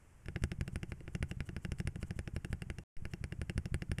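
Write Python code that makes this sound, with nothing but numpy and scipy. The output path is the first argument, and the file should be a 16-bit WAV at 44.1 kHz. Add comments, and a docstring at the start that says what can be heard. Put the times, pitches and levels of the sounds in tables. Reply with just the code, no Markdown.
"""Quiet room, close to a mechanical keyboard on a desk: one finger taps the space bar about 6 times a second.
Per stroke: soft fingertip thump, plastic clack at bottom-out, second clack as the bar springs back.
Case and desk thud under each blow; skin scuffs the keycap. Faint hiss and desk rumble underneath.
The sound drops out once, briefly, and cuts back in with a faint click and a barely audible subsonic swell."""
import sys
import numpy as np
from scipy import signal
from scipy.fft import rfft, irfft, next_fast_len
from scipy.io import wavfile

SR = 44100
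rng = np.random.default_rng(int(sys.argv[2]) if len(sys.argv) > 2 else 0)


def dump(signal):
    """Clip the signal to [-1, 1] and save it as 16-bit WAV at the path in sys.argv[1]."""
    limited = np.clip(np.atleast_2d(signal).T, -1, 1)
    pcm = np.round(limited * 32767).astype(np.int16)
    wavfile.write(sys.argv[1], SR, pcm)


N = 176400

# bar bottoms out: start_s, clack_db, treble_db, thud_db, finger_travel_s
PRESSES = [(0.2844, -44.5, -65.5, -44, 0.023), (0.4378, -37.5, -47, -36, 0.017),
           (0.6105, -43.5, -57.5, -39, 0.022), (0.7583, -42.5, -56.5, -39.5, 0.025),
           (0.92, -44.5, -67.5, -42.5, 0.026), (1.0787, -48.5, -72.5, -48.5, 0.038),
           (1.227, -39, -52.5, -38, 0.019), (1.4048, -42.5, -57, -40.5, 0.034),
           (1.565, -44, -59.5, -43.5, 0.034), (1.7191, -43.5, -55.5, -40, 0.0284),
           (1.8736, -41, -53.5, -38.5, 0.021), (2.029, -44.5, -59, -42, 0.038),
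           (2.1906, -43.5, -56, -41.5, 0.0253), (2.364, -42.5, -55.5, -39.5, 0.026),
           (2.529, -41, -56, -39.5, 0.0245), (2.7009, -42.5, -58.5, -43.5, 0.032),
           (3.0533, -43.5, -61, -43.5, 0.0299), (3.2403, -43.5, -56, -41.5, 0.026),
           (3.4156, -44, -55.5, -39, 0.024), (3.5784, -42.5, -52.5, -37, 0.018),
           (3.7432, -40, -51, -36, 0.022), (3.916, -42.5, -52.5, -35.5, 0.019)]
# bar hits its top stop: start_s, clack_db, treble_db, thud_db, ping_db
RELEASES = [(0.3606, -38.5, -65.5, -43, -1), (0.5169, -42, -57.5, -45.5, -5), (0.6784, -46, -56, -47.5, 4),
            (0.8311, -43.5, -58.5, -46, 7), (1.0054, -60, -73, -63, 10), (1.1507, -42.5, -54.5, -43, 10.5),
            (1.313, -44, -56, -47, 10), (1.4904, -47, -63, -48.5, 5), (1.6495, -42.5, -56, -45, 4.5),
            (1.801, -43, -56.5, -41.5, 1.5), (1.9576, -49.5, -64, -47, 0),
            (2.1073, -44.5, -60.5, -44.5, -1), (2.2756, -43.5, -61.5, -49.5, -4),
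            (2.4472, -43, -54.5, -49, 7), (2.6203, -45, -56, -46.5, 7), (2.785, -46, -57.5, -51.5, 7),
            (3.1361, -45.5, -56, -46, 8), (3.3232, -45.5, -60.5, -46.5, 10), (3.4967, -40, -53, -44.5, 8.5),
            (3.6563, -47, -57.5, -44, 6), (3.821, -43, -58, -47.5, 4), (3.9845, -40.5, -51.5, -45.5, 7)]
# faint clicks, the last as the sound cuts back in: start_s, level_db
FAINT_CLICKS = [(.259, -54.5), (.423, -56), (1.786, -54), (2.968, -60)]
# skin slides on the keycap: centre_s, level_db
SCUFFS = [(0.427, -72.5), (0.736, -70), (0.901, -67.5), (1.138, -71), (1.301, -64.5), (1.469, -64),
          (1.637, -67), (1.795, -64), (2.019, -64), (2.077, -68), (2.171, -68.5), (2.354, -67),
          (2.512, -69), (3.12, -70)]
# plastic bar: pitch_hz, t60_s, press_db, release_db
BAR_MODES = [(646, 0.0088, 4, -14), (806, 0.051, -13.5, -13.5), (1484, 0.032, -7.5, -12.5),
             (1740, 0.023, -3, -7), (2185, 0.0086, -5, -14), (2430, 0.013, -2.5, -21),
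             (2781, 0.025, -8.5, -8), (3110, 0.027, -16, -21), (4940, 0.0064, -1.5, -8),
             (5320, 0.0078, -4, 0.5), (9634, 0.0075, 2.5, -10.5)]
# case: pitch_hz, t60_s, press_db, release_db
CASE_MODES = [(327.6, 0.046, -0.5, 0.5), (460, 0.027, -15.5, -7)]
# keyboard on the desk: pitch_hz, t60_s, press_db, release_db, touch_db
DESK_MODES = [(82.3, 0.12, 4, -36, -20.5), (134.1, 0.14, 5, -3, 0), (182.7, 0.067, 5, 10, 2)]
# plastic contact: freq_hz, level_db
CRACK_SPECTRUM = [(200, 7.5), (950, -19), (1300, -9), (1720, 5.5), (2600, -2), (4000, -13), (5200, -10.5),
                  (6500, -14.5), (9500, -12), (15000, -32.5)]
# hollow of the case: freq_hz, level_db
HOLLOW_SPECTRUM = [(130, -14.5), (290, 4.5), (600, -4.5), (1600, -48)]
# skin friction: freq_hz, level_db
SKIN_SPECTRUM = [(1500, 6), (2500, 1), (2950, 10.5), (3700, -10), (8000, 10.5), (10500, 3.5), (15000, -11)]
# steady hiss: freq_hz, level_db
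HISS_SPECTRUM = [(250, 0), (1000, -6), (2000, -7.5), (2900, -13), (3900, -27), (5200, -19), (8000, -14),
                 (12200, -21), (13700, -55)]
# desk rumble: freq_hz, level_db
RUMBLE_SPECTRUM = [(10, -2), (60, -4), (140, -7.5), (220, -21), (380, -25), (900, -64)]

PRESS, RELEASE, TOUCH = 0, 1, 2  # level column in the mode tables
CRACK_DB, CHATTER_DB, THUD_DB = 24, -9, -1.5
REF_CLACK_DB, REF_TREBLE_DB = -40, -11
TREBLE_FROM_HZ, PING_BAND_HZ = 4740, (2600, 3300)
TIME_S, RING_TIME_S = np.arange(N) / SR, np.arange(SR // 5) / SR


def presses(soft_s=0.0013, finger_push_s=0.0009, sink_lag_s=0.0078):
    """Fingertip lands; bar bottoms out and shakes the desk; case sinks on its feet and comes back."""
    out = np.zeros(N)
    fingertip = np.exp(-np.linspace(-4, 4, round(8 * soft_s * SR)) ** 2 / 2)
    sink = -amp(2.5) * sway(width_s=0.0023)
    for start_s, clack_db, treble_db, thud_db, travel_s in PRESSES:
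        add(out, start_s + sink_lag_s - len(sink) / SR / 2, amp(thud_db) * sink)
        landing = ring(DESK_MODES, TOUCH) + amp(18) * push(finger_push_s)
        thump = signal.fftconvolve(landing, fingertip / fingertip.sum())
        touch_s = start_s - travel_s - len(fingertip) / SR / 2 - finger_push_s / 2
        add(out, touch_s, amp(thud_db) * thump)
        bright_db = treble_db - clack_db - REF_TREBLE_DB
        add(out, start_s, -amp(clack_db) * clack(bright_db, PRESS))
        add(out, start_s, case_knock(clack_db, PRESS))
        thud = ring(DESK_MODES, PRESS) + push(width_s=0.0035)
        add(out, start_s, amp(thud_db + THUD_DB) * thud)
    return out


def releases(desk_lag_s=0.00333, tug_lag_s=0.0013):
    """Spring throws the bar against its top stop and tugs the case."""
    out = np.zeros(N)
    tug = amp(9) * sway(width_s=0.0025)
    for start_s, clack_db, treble_db, thud_db, ping_db in RELEASES:
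        bright_db = treble_db - clack_db - REF_TREBLE_DB
        add(out, start_s, amp(clack_db) * clack(bright_db, RELEASE, ping_db))
        add(out, start_s + desk_lag_s, -amp(thud_db + THUD_DB) * ring(DESK_MODES, RELEASE))
        add(out, start_s + desk_lag_s, -case_knock(clack_db, RELEASE))
        add(out, start_s + tug_lag_s - len(tug) / SR / 2, amp(thud_db) * tug)
    return out


def clack(bright_db, blow, ping_db=0, ring_rise_s=0.00029):
    """Plastic on plastic: crack, gritty snap, chatter, ring of the bar."""
    lead_samples = SR // 1000
    highpass = lambda hz: 1 / (1 + (TREBLE_FROM_HZ / (hz + 1)) ** 6)
    crack = np.pad(amp(CRACK_DB) * click(CRACK_SPECTRUM), (lead_samples, 0))
    treble = filtered(crack, highpass)
    snap = smear(treble, t60_s=0.0075)  # stem and both stabilisers touch down
    chatter = amp(CHATTER_DB) * smear(crack, t60_s=0.012)  # micro-bounces
    bar = ring(BAR_MODES, blow, ping_db) * -np.expm1(-RING_TIME_S / ring_rise_s)
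    mix = crack - treble + snap + chatter + np.pad(bar, (lead_samples, 0))
    return filtered(mix, lambda hz: amp(bright_db * highpass(hz)))[lead_samples - 8:]


def case_knock(clack_db, blow):
    """Hollow case rings under a clack; 0.5 dB per dB of clack level."""
    hollow = amp(12) * smear(click(HOLLOW_SPECTRUM), t60_s=0.05)
    return amp((clack_db + REF_CLACK_DB) / 2) * (ring(CASE_MODES, blow) + hollow)


def faint_clicks():
    """Light clicks: three among the strokes, one as the sound cuts back in."""
    out = np.zeros(N)
    for start_s, level_db in FAINT_CLICKS:
        add(out, start_s, amp(level_db) * clack(bright_db=-0.5, blow=RELEASE))
    return out


def scuffs(half_length_s=0.014, grain_db=3.5, grain_hz=500):
    """Skin on the keycap: short, grainy swells of sliding friction."""
    swells = sum(amp(level_db) * np.exp(-((TIME_S - centre_s) / half_length_s) ** 2)
                 for centre_s, level_db in SCUFFS)
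    grain = amp(grain_db * noise(lambda hz: hz < grain_hz))
    grain /= np.sqrt(np.mean(grain ** 2))
    return swells * grain * noise(lambda hz: gain_at(SKIN_SPECTRUM, hz))


def background(hiss_db=-70, idle_db=-62, typing_db=-53.5, hand_on_s=0.245):
    """Steady hiss; desk rumble steps up once the hand is at work."""
    hiss = amp(hiss_db) * noise(lambda hz: gain_at(HISS_SPECTRUM, hz))
    rumble_db = np.interp(TIME_S, [hand_on_s - 0.01, hand_on_s], [idle_db, typing_db])
    return hiss + amp(rumble_db) * noise(lambda hz: gain_at(RUMBLE_SPECTRUM, hz))


def ring(modes, blow, ping_db=0, scatter_db=1.3, detune=0.003):
    """Damped modes, varied per blow; ping_db shifts those in the ping band."""
    low_hz, high_hz = PING_BAND_HZ
    out = np.zeros(len(RING_TIME_S))
    for pitch_hz, t60_s, *levels_db in modes:
        level_db = levels_db[blow] + ping_db * (low_hz < pitch_hz < high_hz) + scatter_db * rng.normal()
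        detuned_hz = pitch_hz * (1 + detune * rng.normal())
        out += amp(level_db) * decay(t60_s) * np.sin(2 * np.pi * detuned_hz * RING_TIME_S)
    return out


def push(width_s):
    """Low shove and rebound."""
    u = RING_TIME_S / width_s
    return u * (2 - u) * np.exp(-u)


def sway(width_s):
    """One swing of the case between two smaller counter-swings."""
    u = np.linspace(-5, 5, round(10 * width_s * SR))
    return (1 - u * u) * np.exp(-u * u / 2)


def click(spectrum):
    """Minimum-phase click, unit energy."""
    n = len(RING_TIME_S)
    cepstrum = irfft(np.log(gain_at(spectrum, np.fft.rfftfreq(n, 1 / SR))), n)
    causal = (np.arange(n) > 0) & (np.arange(n) < n // 2)
    x = irfft(np.exp(rfft(2 * cepstrum * causal)), n)
    return x / np.linalg.norm(x)


def smear(x, t60_s):
    """Convolve with decaying noise of unit energy."""
    burst = rng.standard_normal(len(RING_TIME_S)) * decay(t60_s)
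    return signal.fftconvolve(x, burst / np.linalg.norm(burst))[:len(x)]


def decay(t60_s):
    """Exponential envelope."""
    return np.exp(-np.log(1000) * RING_TIME_S / t60_s)


def noise(response):
    """Coloured noise, unit rms."""
    x = filtered(rng.standard_normal(N), response)
    return x / x.std()


def filtered(x, response):
    """Zero-phase filter with gain response(hz)."""
    n = next_fast_len(len(x) + SR // 10)
    return irfft(rfft(x, n) * response(np.fft.rfftfreq(n, 1 / SR)), n)[:len(x)]


def gain_at(spectrum, hz):
    """Gain from a spectrum table, log frequency axis."""
    freq_hz, level_db = np.transpose(spectrum)
    return amp(np.interp(np.log(hz + 1), np.log(freq_hz + 1), level_db))


def amp(db):
    """dB to gain."""
    return 10 ** (np.asarray(db) / 20)


def add(track, start_s, x):
    """Mix x in at start_s."""
    part = track[round(start_s * SR):][:len(x)]
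    part += x[:len(part)]


def scene():
    """Close keyboard, faint short room, background."""
    direct = presses() + releases() + faint_clicks() + scuffs()
    room = amp(-12) * smear(direct, t60_s=0.053)
    return (direct + room + background())[None]


def record(dry):
    """Brief dropout; sound cuts back in with a barely audible subsonic swell; band limit."""
    mute_s, resume_s, top_hz = 2.836, 2.967, 15600
    x = dry[0] * ((TIME_S < mute_s) | (TIME_S > resume_s))
    add(x, resume_s, -amp(-28) * push(width_s=0.022))
    return filtered(x, lambda hz: hz < top_hz)[None]


dry = scene()
out = record(dry)
dump(out)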